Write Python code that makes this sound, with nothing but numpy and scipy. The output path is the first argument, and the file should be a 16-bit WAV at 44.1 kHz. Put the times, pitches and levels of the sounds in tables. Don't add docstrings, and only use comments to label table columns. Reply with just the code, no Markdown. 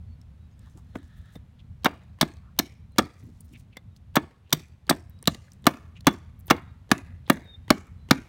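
import sys
import numpy as np
from scipy import signal
from scipy.fft import rfft, irfft, next_fast_len
from scipy.io import wavfile
from scipy.ndimage import uniform_filter1d, map_coordinates

SR = 44100
rng = np.random.default_rng(int(sys.argv[2]) if len(sys.argv) > 2 else 0)


def ratio(d):
    e = np.asarray(d, float) / 20
    return 10 ** e


def inscribe(sig):
    pcm = np.round(np.clip(np.atleast_2d(sig).T, -1, 1) * 32767)
    wavfile.write(sys.argv[1], SR, pcm.astype(np.int16))


N = 365148
SPAN = SR * 3 // 4

# start in seconds, splitting level in dB, knock level in dB,
# knock pitch in Hz, treble tilt (well above 7 kHz the level changes by about twice this many dB per octave).
BITES = [(1.845, -23.5, -20.5, 790, 1.7), (2.2106, -8.5, -14, 945.5, -1), (2.588, -12.5, -21, 944, 2.9),
         (2.9827, -9.5, -14.5, 1378, -0.46), (4.155, -22, -19, 952, 2.5), (4.525, -10, -17.5, 1380, 3.5),
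         (4.8932, -15.5, -13, 1300, 3), (5.2732, -10, -23.5, 1195, 1), (5.667, -8.5, -4.5, 1200, 1.5),
         (6.0684, -9.5, -6.5, 1000, -0.5), (6.5, -18.5, -14.5, 1700, 0.5),
         (6.9144, -11.5, -6.5, 1615, -0.8), (7.2986, -14.5, -6.5, 1700, 1), (7.7034, -5, -5.5, 1201, -3),
         (8.109, -4, -4, 1230, -3)]
# seconds until the fibres give way, seconds they tear,
# seconds to die away by 60 dB.
CUTS = [(0.00048, .003, 0.028), (.0005, .003, 0.027), (.0014, 0.0017, 0.02), (.0002, .002, 0.02),
        (0.0011, .004, .03), (.002, .003, .018), (.0028, .003, 0.029), (.0002, .0015, .018),
        (.0001, .0015, .016), (.0004, .0015, 0.018), (.0008, .003, .03), (0.000084, .002, .018),
        (.0001, .0015, .018), (.0001, 0.0012, .016), (.0003, .0015, 0.0162)]
# start in seconds, click level in dB, low knock
# level in dB.
LEAD_INS = [(1.822, -68, -61), (2.187, -70, -48.5), (2.565, -58, -57.5), (2.96, -55.5, -46.5),
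            (4.139, -65.5, -67.5), (4.505, -43.5, -53), (4.868, -44.5, -54), (5.2559, -30.5, -63),
            (5.6421, -38.5, -46.5), (6.046, -54, -46.5), (6.481, -39, -41), (6.892, -48.5, -45.5),
            (7.2775, -49.5, -40), (7.68, -47, -40.5), (8.087, -49.5, -44)]
# pitch in Hz, width in Hz, level in dB.
BOARD = [(634, 280, 0), (790, 250, 1.5), (1165, 200, -2), (1700, 280, -4.5), (2226, 320, -7.5),
         (2814, 190, -11), (3414, 250, -12.5)]
# delay in seconds, level in dB, spread in seconds.
FENCES = [
    (0.01, 13.5, .01),
    (.035, 5.5, 0.0081),
    (0.066, 9, .006),
    (.075, -1.5, .012),
    (0.126, -2.5, 0.018),
]


def unit(x):
    return x / np.sqrt(np.mean(x ** 2) + 1e-20)


def along(points, hz):
    f, v = np.transpose(points)
    return np.interp(np.log(hz + 1), np.log(f + 1), v)


def curves(rows, left=None, right=None):
    s, *columns = np.transpose(rows)
    return [np.interp(np.arange(N) / SR, s, column, left, right) for column in columns]


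def wobble(rate):
    knots = rng.standard_normal(int(N * rate / SR) + 4)
    return map_coordinates(knots, [np.arange(N) * rate / SR])


def filtered(x, response):
    m = next_fast_len(len(x) + SR // 8)
    return irfft(rfft(x, m) * response(np.fft.rfftfreq(m, 1 / SR)), m)[:len(x)]


def body(modes):
    def response(f):
        total = 0
        for k, (hz, width, db) in enumerate(modes):
            total = total + (-1) ** k * ratio(db) * 1j * f * width / (hz * hz - f * f + 1j * f * width)
        return total
    return response


def tilted(x, tilt_db):
    return filtered(x, lambda f: (1 + 1j * f / 7000) ** (tilt_db / 3))


def add(track, s, sound):
    track[round(s * SR):][:len(sound)] += sound


def burst(t, rise, hold, t60, grain_db):
    grains = ratio(grain_db * rng.standard_normal(len(t)))
    fade = ratio(-60 * np.maximum(t - hold, 0) / t60)
    return (1 - np.exp(-t / rise)) * fade * grains * rng.standard_normal(len(t))


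def ringing(modes, t, scatter_db):
    total = np.zeros(len(t))
    for hz, db, t60 in modes:
        level = ratio(db + rng.normal(0, scatter_db) - 60 * t / t60)
        total += level * np.sin(2 * np.pi * (hz * t + rng.random()))
    return total


def hatchet():
    # pitch in Hz, width in Hz, level in dB.
    fibre = [(2967, 260, -3.5), (3855, 540, 5), (4910, 1300, -0.5), (5930, 600, 1), (6720, 340, -3.5),
             (8150, 1700, -8), (10000, 1300, -10), (13000, 2200, -8.5)]
    # start in seconds, splitting level in dB, knock level in dB, knock pitch in Hz.
    landings = [(.954, -68, -35, 1000), (1.355, -54, -51, 700), (1.857, -22.5, -8.5, 1360),
                (1.8628, -33.5, -12.5, 1610), (2.226, -28.5, -16.5, 986), (2.5951, -26.5, -22, 2200),
                (2.99, -26.5, -8, 1152), (3.769, -42.5, -41, 517), (4.166, -23.5, -8, 1282),
                (4.176, -47.5, -25, 900), (4.528, -18.5, -21.5, 1987), (4.908, -31.5, -11.5, 790),
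                (4.925, -47.5, -29.5, 803), (5.276, -19.5, -15, 420.5), (5.676, -38.5, -18, 1200),
                (6.077, -31.5, -10, 1087), (6.086, -36.5, -28, 900), (6.507, -11.5, -2.5, 1275),
                (6.514, -33.5, -15.5, 1277)]
    out, t = np.zeros(N + SPAN), np.arange(SR // 5) / SR
    first = slice(0, 200)
    contacts = BITES + [(*landing, 0) for landing in landings]
    cuts = CUTS + [(0.00025, 0.0014, .018)] * len(landings)
    for (s, split_db, knock_db, knock_hz, tilt_db), (lag, hold, t60) in zip(contacts, cuts):
        split = filtered(burst(t, rise=0.0003, hold=hold, t60=t60, grain_db=6.5), body(fibre))
        split = tilted(split / np.std(split[first]), tilt_db)
        split = np.roll(split, round(lag * SR))
        board = filtered(burst(t, rise=0.0003, hold=0.003, t60=0.023, grain_db=0.0), body(BOARD))
        bent_t = t + 0.0002 * (1 - np.exp(-t / 0.0035))
        swell = (1 - np.exp(-t / 0.00024)) * ratio(-60 * (t / 0.01) ** 2)
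        blank = ratio(knock_db - 3.0) * swell * np.sin(2 * np.pi * knock_hz * bent_t)
        far = ratio(split_db - 5.5) * split + ratio(knock_db - 7.0) * board / np.std(board[first])
        add(out, s, far + blank)
        add(out, s, ratio(-24.5) * yard(far + 0.64 * blank))
    return out[:N]


def bench():
    # pitch in Hz, level in dB, seconds to die away by 60 dB.
    bench_tones = [(45, -24, .08), (105, -17.5, .06), (150, -11, .1), (205, -12, .09), (300, -22, .06),
                   (420, -22, .05)]
    # crest in seconds, level in dB, pitch in Hz.
    thumps = [(.961, -23, 244), (1.3625, -34, 229), (1.851, -21, 263), (1.863, -10.5, 267),
              (2.2195, -18, 200), (2.232, -12, 271), (2.5995, -15, 270), (2.989, -8, 271),
              (2.998, -13, 276), (3.773, -41, 226), (4.1725, -8, 269), (4.185, -21, 300),
              (4.5355, -16, 275), (4.902, -13, 260), (4.9135, -9, 269), (4.93, -23, 265), (5.282, -10, 200),
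              (5.674, -4, 253), (6.075, -5, 280), (6.082, -7, 235), (6.513, -4, 259), (6.921, -6, 253),
              (7.305, -3, 256), (7.71, -2, 257), (8.116, -2.5, 249)]
    lag_s, echo_db = 0.0059, -22
    out, t = np.zeros(N + SPAN), np.arange(SR // 5) / SR
    late = t - lag_s
    for s, db, hz in thumps:
        width = np.where(late < 0, .7, .75)
        swing = np.cos(2 * np.pi * hz * late) * np.exp(-(late * hz / width) ** 2)
        hum = ringing(bench_tones, t, scatter_db=5.0) * (1 - np.exp(-(t / 0.0018) ** 2))
        thump = ratio(db - 2.0) * (swing + ratio(-8.0) * hum)
        add(out, s - lag_s, thump)
        add(out, s - lag_s, ratio(echo_db) * yard(thump, FENCES[1:]))
    return out[:N]


def singing():
    # level in dB, three pitches in Hz.
    songs = [(-24, 3200, 5400, 12900), (-26, 3800, 4200, 9300), (-15.5, 4200, 5500, 12300),
             (-19, 3450, 3900, 6600), (-23, 3400, 8200, 13500), (-17, 3620, 4800, 5750),
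             (-16.5, 3900, 4700, 8000), (-16.5, 4100, 7100, 11700), (-19, 4800, 5600, 10800),
             (-21.5, 3600, 6300, 11000), (-25.5, 3500, 6400, 13650), (-15, 2500, 5855, 10200),
             (-17.5, 1900, 9800, 14000), (-19, 4800, 6320, 9500), (-36, 5100, 6900, 13200)]
    # start in seconds, level in dB, two pitches in Hz.
    resting = [
        (1.355, -49.5, 3540, 2050),
        (3.769, -37.5, 2073, 3554),
    ]
    out, t = np.zeros(N + SPAN), np.arange(SR // 5) / SR
    width = np.log(1000) / np.pi / .022
    strokes = [(bite[0] + cut[0], bite[4], *song) for bite, cut, song in zip(BITES, CUTS, songs)]
    for s, tilt_db, db, *pitches in strokes + [(s, 0, *song) for s, *song in resting]:
        feed = burst(t, rise=.0008, hold=0.00063, t60=0.00067, grain_db=-1.5)
        rings = [filtered(feed, body([(hz, width * (hz / 3500) ** 0.71, 0)])) for hz in pitches]
        ring = tilted(ratio(db) * sum(r / np.abs(r).max() for r in rings), tilt_db)
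        add(out, s, ring)
        dulled = filtered(ring, lambda f: 1 / (1 + 1j * f / 6000) ** 2)
        add(out, s, ratio(-19.5) * yard(dulled))
    return out[:N]


def head():
    # start in seconds, pitch in Hz, level in dB,
    # seconds to die away by 60 dB.
    steel = [
        (2.212, 3470, -20, .035),
        (2.215, 8320, -36, .05),
        (2.985, 8360, -36.5, .07),
        (4.158, 8100, -39.5, .06),
        (4.899, 3445, -29, .075),
        (4.9, 8280, -25.5, 0.046),
        (6.072, 3440, -27.5, .11),
        (6.508, 3450, -33, .09),
        (6.917, 9960, -44.5, 0.087),
        (7.301, 3440, -35.5, 0.073),
    ]
    # start in seconds, pitch in Hz, level in dB, seconds to die away by 60 dB.
    wood = [(1.857, 3700, -16.5, .02), (4.166, 611, -21.5, .04), (4.525, 990, -20.5, 0.03),
            (4.908, 1186, -16, .03), (5.274, 824, -20, 0.032), (5.274, 2800, -22, .025),
            (6.069, 790, -16, .04), (6.508, 773, -14.5, .04), (6.915, 1700, -9.5, .03),
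            (6.917, 410, -19.5, .05), (7.299, 1231, -10, .03), (7.7045, 610, -10, .04),
            (8.11, 1230, -10.5, 0.029), (7.299, 1680, -10.5, 0.024), (5.667, 4020, -12, .02),
            (6.915, 3020, -16, 0.023), (.955, 1480, -36, 0.034), (1.355, 3600, -42, 0.043),
            (3.769, 2070, -36, 0.037), (3.769, 3540, -39.5, 0.041), (1.8575, 1560, -10.5, .03),
            (1.858, 2850, -19, .022), (2.992, 3400, -19, .025), (6.915, 4850, -17, .018),
            (3.043, 4400, -44, .035), (2.984, 1000, -16, .03), (6.508, 480, -19, .09)]
    out, t = np.zeros(N + SPAN), np.arange(SR // 4) / SR
    for s, hz, db, t60 in steel + wood:
        unsteady = ratio(2.5 * wobble(120)[:len(t)])
        onset = 1 - np.exp(-(t * hz / 1.1) ** 2)
        add(out, s, onset * unsteady * ringing([(hz, db, t60)], t, scatter_db=0))
    return out[:N]


def yard(x, fences=FENCES):
    # frequency in Hz, seconds to die away by 60 dB.
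    lasting = [(150, 0.069), (500, .3), (1200, 0.53), (2500, .5), (5000, 0.27), (12000, 0.32)]
    # frequency in Hz, level in dB.
    colour = [(100, 0.5), (300, 6), (1200, -1.5), (2500, -3), (6000, -11), (15000, -8.5)]
    hz, t, z = signal.stft(rng.standard_normal(SPAN), SR, nperseg=128)
    echoes_db = sum(db * np.exp(-((t - s) / w) ** 2) for s, db, w in fences)
    z = z * ratio(echoes_db + along(colour, hz)[:, None] - 60 * t / along(lasting, hz)[:, None])
    tail = signal.istft(z, SR, nperseg=128)[1]
    return signal.fftconvolve(np.pad(x, (300, 0)), tail / np.linalg.norm(tail))[:SPAN]


def spray():
    # dull level in dB, bright level in dB.
    chips = [(-48.5, -61.5), (-53.5, -55), (-57, -53), (-47, -54), (-55, -58), (-57, -49.5), (-58, -53),
             (-52.5, -50), (-47.5, -53.5), (-55, -52), (-53, -60), (-48, -55.5), (-46, -56), (-50.5, -50.5),
             (-49, -50.5)]
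    echo_hz = [(1120, 1640, 2840, 3600, 8270), (1120, 2550, 4310, 6460, 8350),
               (2300, 3050, 3900, 5450, 9650), (1210, 1720, 3400, 4750, 8350),
               (1120, 2150, 3000, 4500, 8100), (1950, 2420, 4600, 5700, 7750),
               (2670, 4650, 5250, 8270, 9040), (2840, 4300, 5770, 7000, 8610),
               (1210, 2500, 4800, 6200, 9390), (1120, 2240, 3450, 4600, 5900),
               (950, 1980, 3450, 4600, 8350), (1710, 2580, 4750, 6720, 9990),
               (1650, 2120, 3800, 6300, 9600), (1290, 2240, 2840, 6460, 7240),
               (1460, 2410, 2840, 6030, 6630)]
    echo_db = [(-86.5, -87, -88, -96, -110), (-91, -90, -89, -99, -98), (-82, -88, -90, -89, -101),
               (-86, -88, -89, -88, -96), (-86, -91, -97, -96, -99), (-84, -84, -89.5, -90, -92),
               (-94, -96, -94, -95, -103), (-87.5, -88.5, -93, -88, -96), (-79, -82, -94, -96, -101),
               (-85, -86.5, -89, -91, -91.5), (-81.5, -85, -89.5, -94, -105),
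               (-79.5, -80, -93.5, -97.5, -92.5), (-81, -80, -92.5, -97.5, -99), (-80, -97, -90, -94, -98),
               (-82, -80, -91, -93, -97)]
    t60, after_s = 0.37, .014
    relative_width, lift_db = .12, 5
    dull_body = body([(445, 190, 7), (1200, 770, -4.0), (1920, 430, 3.5), (2500, 600, -3.5),
                      (3660, 960, -8.0)])
    bright_body = body([(5600, 3500, 3), (11500, 9000, -4.5)])
    out, t = np.zeros(N + SPAN), np.arange(SPAN) / SR
    echoes_db = sum(db * np.exp(-((t + 0.0071 - s) / w) ** 2) for s, db, w in FENCES)

    def fade(life):
        return (1 - np.exp(-t / 0.046)) * ratio(-60 * t / life)

    for (s, *_), (dull_db, bright_db), pitches, levels in zip(BITES, chips, echo_hz, echo_db):
        lumps_db = 4.5 * np.interp(t, np.arange(400) / 450, rng.standard_normal(400))
        clumps = ratio(echoes_db + lumps_db)
        ragged = rng.standard_normal(500) * np.hanning(500)
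        noise = rng.standard_normal((2, SPAN))
        grains = clumps * signal.fftconvolve(noise, ragged[None], "same", axes=1)
        dull = unit(filtered(grains[0], dull_body))
        bright = unit(filtered(grains[1], lambda f: bright_body(f) ** 2))
        sound = ratio(dull_db) * fade(1.6 * t60) * dull + ratio(bright_db) * fade(t60) * bright
        for hz, db in zip(pitches, levels):
            width = relative_width * hz
            band = unit(filtered(rng.standard_normal(SPAN), lambda f: body([(hz, width, 0)])(f) ** 2))
            patches_db = 3 * np.interp(t, np.arange(40) / 45, rng.standard_normal(40))
            band = band * ratio(echoes_db + patches_db) * np.sqrt(ratio(lumps_db))
            life = t60 * (7000 / hz) ** 0.2
            sound = sound + ratio(db + lift_db) * np.sqrt(width) * fade(life) * band
        add(out, s + after_s, sound)
    return out[:N]


def ticks():
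    # start in seconds, peak level in dB, pitch in Hz.
    dry_chips = [(.214, -48, 5400), (.5925, -49.5, 7660), (1.354, -48, 3570), (3.4067, -37.5, 9500),
                 (3.535, -49.5, 2990), (3.597, -51, 8840), (3.607, -54, 2920), (3.963, -48, 4900),
                 (5.0965, -45, 13200), (5.189, -50, 4780), (5.5185, -41, 5530), (6.007, -37.5, 4550),
                 (6.393, -46, 13440), (6.46, -45.5, 14860),
                 (.5133, -63, 5000), (.6974, -58, 7500), (.9857, -56, 7900), (1.079, -61, 7900),
                (1.3364, -56, 8300), (1.835, -45, 4000), (1.98, -60, 8000), (2.035, -60, 7280),
                (2.74, -58, 7800), (2.92, -57, 9210), (3.022, -40, 4650), (3.14, -58, 6000),
                (3.2074, -57, 3730), (3.2379, -55, 12500), (3.27, -58, 13000), (3.4918, -57.5, 5500),
                (4.572, -50, 10000), (4.683, -60, 10500), (5.105, -55, 9470), (5.24, -45, 3200),
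                (5.533, -48, 8500), (5.622, -53.5, 9000), (5.772, -54, 6500), (6.1278, -42, 12450),
                (6.185, -54, 7000), (6.4, -46.5, 12500), (6.407, -51, 8500), (6.62, -58, 9000),
                (7.3585, -44, 6200), (7.445, -57, 12000), (7.81, -51, 5700)]
    # start in seconds, peak level in dB, pitch in Hz, low knock level
    # in dB.
    knocking = [(.774, -48, 6900, -50), (1.029, -53, 4350, -53), (2.3375, -49, 6400, -53),
                (2.3685, -47, 4190, -56), (3.769, -37, 3510, -43), (4.31, -59, 3090, -56),
                (4.4953, -51, 3780, -52.5), (4.516, -50, 3490, -50), (4.877, -52, 3203, -44.5),
                (5.2264, -31.5, 8860, -45), (5.3462, -30, 3770, -40.5), (5.655, -44, 2990, -34),
                (6.469, -34, 14100, -57), (6.565, -40, 3830, -48), (6.904, -53, 3080, -37),
                (6.979, -35, 5950, -59), (7.327, -35, 13000, -54), (7.869, -52.5, 6400, -67)]
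    out, t = np.zeros(N + SPAN), np.arange(SR // 12) / SR
    light = [(s, db, hz, db - 22) for s, db, hz in dry_chips]
    leading = [(s, db, 3500, low_db) for s, db, low_db in LEAD_INS]
    for s, db, hz, low_db in light + knocking + leading:
        t60 = 0.0093 * (4000 / hz) ** .3
        shake = burst(t, rise=.0004, hold=.001, t60=np.clip(t60, .003, .1), grain_db=6)
        click = filtered(shake, body([(hz, 700, 3)]))
        click = click + filtered(shake, lambda f: body([(hz, 7500, -6)])(f) ** 2)
        knock = burst(t, rise=0.00037, hold=0.0013, t60=0.025, grain_db=1.6)
        knock = filtered(knock, body([(335, 400, 6.9)] + BOARD))
        add(out, s, ratio(db) * click / np.abs(click).max())
        add(out, s, ratio(low_db + 1.5) * knock / np.abs(knock).max())
    return out[:N]


def rubs():
    # middle in seconds, level in dB, pitch in Hz, length in seconds.
    soft = [(0.675, -64, 1010, 0.022), (0.758, -52, 287, .02), (0.784, -63.5, 980, 0.033),
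            (0.961, -44, 503, 0.023), (1.36, -50, 550, 0.017), (1.601, -60, 3120, 0.021),
            (3.24, -53.5, 256, 0.02), (3.291, -52, 249, 0.048), (3.531, -54.5, 257.4, 0.048),
            (3.555, -54.5, 2500, 0.036), (3.735, -60.5, 2640, 0.026), (3.766, -60, 2150, 0.02),
            (4.478, -70, 2800, 0.05), (5.483, -62.5, 1700, .013), (5.971, -54.5, 2600, 0.028),
            (5.972, -71, 6600, .02), (2.478, -66, 1200, .1), (7.268, -60, 3400, .019)]
    # middle in seconds, level in dB, centre in Hz, length in seconds.
    dry_scrapes = [(.625, -73, 3700, .03), (.715, -73, 7000, .03), (.785, -67.5, 7000, .03),
                   (.965, -63, 7500, .025), (1.05, -71, 5500, .03), (1.18, -72, 10000, .04),
                   (1.343, -68, 10000, .035), (1.362, -64, 11000, .015), (3.2, -69.5, 5980, 0.043),
                   (3.41, -56, 11000, .012), (3.455, -68, 13000, .025), (3.535, -67, 10000, .018),
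                   (3.597, -64, 9520, .025), (3.968, -65, 5990, .015), (6.478, -54, 12000, .014),
                   (7.334, -51, 7000, .014)]
    out, t = np.zeros(N + SPAN), np.arange(SR // 8) / SR
    middle = .0625
    for (s, db, hz, length), wide in [(row, .4) for row in soft] + [(row, 1.1) for row in dry_scrapes]:
        rough = ratio(3 * wobble(350)[:len(t)]) * rng.standard_normal(len(t))
        rub = unit(filtered(rough, lambda f: body([(hz, wide * hz, 0)])(f) ** 2))
        add(out, s - middle, ratio(db) * rub * np.exp(-(2 * (t - middle) / length) ** 2))
    return out[:N]


def lead_rushes():
    ahead_s, length = .0085, .011
    out, t = np.zeros(N + SPAN), np.arange(SR // 8) / SR
    middle = .0625
    for (s, *_), (_, _, low_db) in zip(BITES, LEAD_INS):
        lead_rush = unit(filtered(rng.standard_normal(len(t)), body(BOARD + [(3100, 900, 3)])))
        level = ratio(np.clip(low_db - 11, -62, -50))
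        add(out, s - ahead_s - middle, level * lead_rush * np.exp(-(2 * (t - middle) / length) ** 2))
    return out[:N]


def held(rows):
    rise, fall = 172, 299.5
    t, gain = np.arange(N) / SR, np.zeros(N)
    for s, hold, db in rows:
        gain += ratio(db - rise * np.maximum(s - t, 0) - fall * np.maximum(t - s - hold, 0))
    return gain


def slide():
    # start in seconds, hold in seconds, level in dB.
    drags = [
        (.66, 0.011, -68.5),
        (.97, 0.03, -66),
        (1.12, 0.24, -66),
    ]
    modes = body([(1270, 140, 1.5), (1760, 320, 3.5), (3700, 920, -1.0)])
    friction = ratio(1.8 * wobble(57.5)) * rng.standard_normal(N)
    return held(drags) * unit(filtered(friction, lambda f: modes(f) ** 2))


def rustle():
    # start in seconds, hold in seconds, level in dB.
    moves = [
        (.62, 0.18, -77.5),
        (.9, 0.47, -77),
        (3.12, .4, -76.5),
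        (3.59, 0.013, -70),
        (5.42, 0.13, -76.5),
    ]
    crackle = ratio(3 * wobble(300) + 1.5 * wobble(20)) * rng.standard_normal(N)
    return held(moves) * unit(filtered(crackle, lambda f: body([(5500, 8000, 0)])(f) ** 2))


def bird():
    # start in seconds, length in seconds, pitch in Hz, level in dB.
    level_peeps = [(.07, .09, 4400, -79), (.38, .1, 3850, -81), (.51, .05, 5050, -84),
                   (.51, .03, 6550, -82), (.7, .03, 6250, -80), (.83, .12, 4180, -82),
                   (3.9, .07, 3780, -83), (2.91, .045, 4080, -76), (5.105, .14, 3853, -73.5),
                   (6.62, .13, 3780, -79), (7.978, .1, 4020, -76)]
    # time in seconds, pitch in Hz, level in dB.
    call = [
        (7.43, 3875, -75),
        (7.465, 3700, -58.5),
        (7.51, 3710, -56.5),
        (7.552, 3606, -52),
        (7.565, 3700, -67),
        (7.59, 3670, -81),
        (7.675, 3680, -80),
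    ]
    out = np.zeros(N)
    whistles = [call]
    for s, length, hz, db in level_peeps:
        whistles.append([(s, hz, db - 7), (s + length / 2, hz, db), (s + length, hz, db - 7)])
    for whistle in whistles:
        hz = uniform_filter1d(curves(whistle)[0], 400) + 18 * wobble(45)
        db = curves(whistle, -120, -120)[1]
        gain = uniform_filter1d(ratio(db + 3.5), 240)
        out += gain * ratio(3.3 * wobble(60)) * np.sin(2 * np.pi * np.cumsum(hz) / SR)
    return out


def rush(spectrum, patchy_db):
    z = signal.stft(rng.standard_normal(N + 512), nperseg=512)[2]
    field = uniform_filter1d(uniform_filter1d(rng.standard_normal(z.shape), 6, 0), 14, 1)
    x = signal.istft(z * ratio(patchy_db * unit(field)), nperseg=512)[1][:N]
    return unit(filtered(x, lambda hz: ratio(along(spectrum, hz))))


def air():
    # time in seconds, rumble level in dB, hiss level in dB.
    levels = [
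        (0.0, -48.5, -70),
        (5.0, -50.5, -72.5),
        (5.09, -48, -70.5),
        (8.09, -49.5, -69.5),
        (8.28, -49, -62.5),
    ]
    # frequency in Hz, level in dB per Hz.
    rumble_colour = [(14, -24), (81, -0.5), (147, -9.5), (248, -18), (271, -28.5), (400, -42.5),
                     (580, -66.5), (990, -120)]
    # frequency in Hz, level in dB per Hz.
    hiss_colour = [(180, -22.5), (300, -8.5), (907, -12.5), (1900, -17.5), (3900, -21.5), (4690, -26.5),
                   (12800, -33.5), (16500, -42)]
    rumble_db, hiss_db = curves(levels)
    rumble = ratio(rumble_db + 0.17 * wobble(8.0)) * rush(rumble_colour, patchy_db=2.5)
    return rumble + ratio(hiss_db) * rush(hiss_colour, patchy_db=0.2)


def scene():
    strokes = hatchet() + bench() + singing() + head() + spray()
    handling = ticks() + rubs() + lead_rushes() + slide() + rustle()
    return (strokes + handling + bird() + air())[None]


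def low_pass(x):
    return signal.sosfilt(signal.butter(12, 17160, fs=SR, output="sos"), x)


def record(dry):
    # frequency in Hz, level in dB.
    tone = [(20, -6.5), (60, 2.5), (8000, -0.5), (13500, -1.5), (15800, 3.5), (16300, -10), (16950, -17.5),
            (17150, -88.5)]
    top, hard = .53, 5.5
    flat = dry[0] / (1 + np.abs(dry[0] / top) ** hard) ** (1 / hard)
    mix = filtered(flat, lambda hz: ratio(along(tone, hz)))
    return low_pass(mix[None])


dry = scene()
out = record(dry)
inscribe(out)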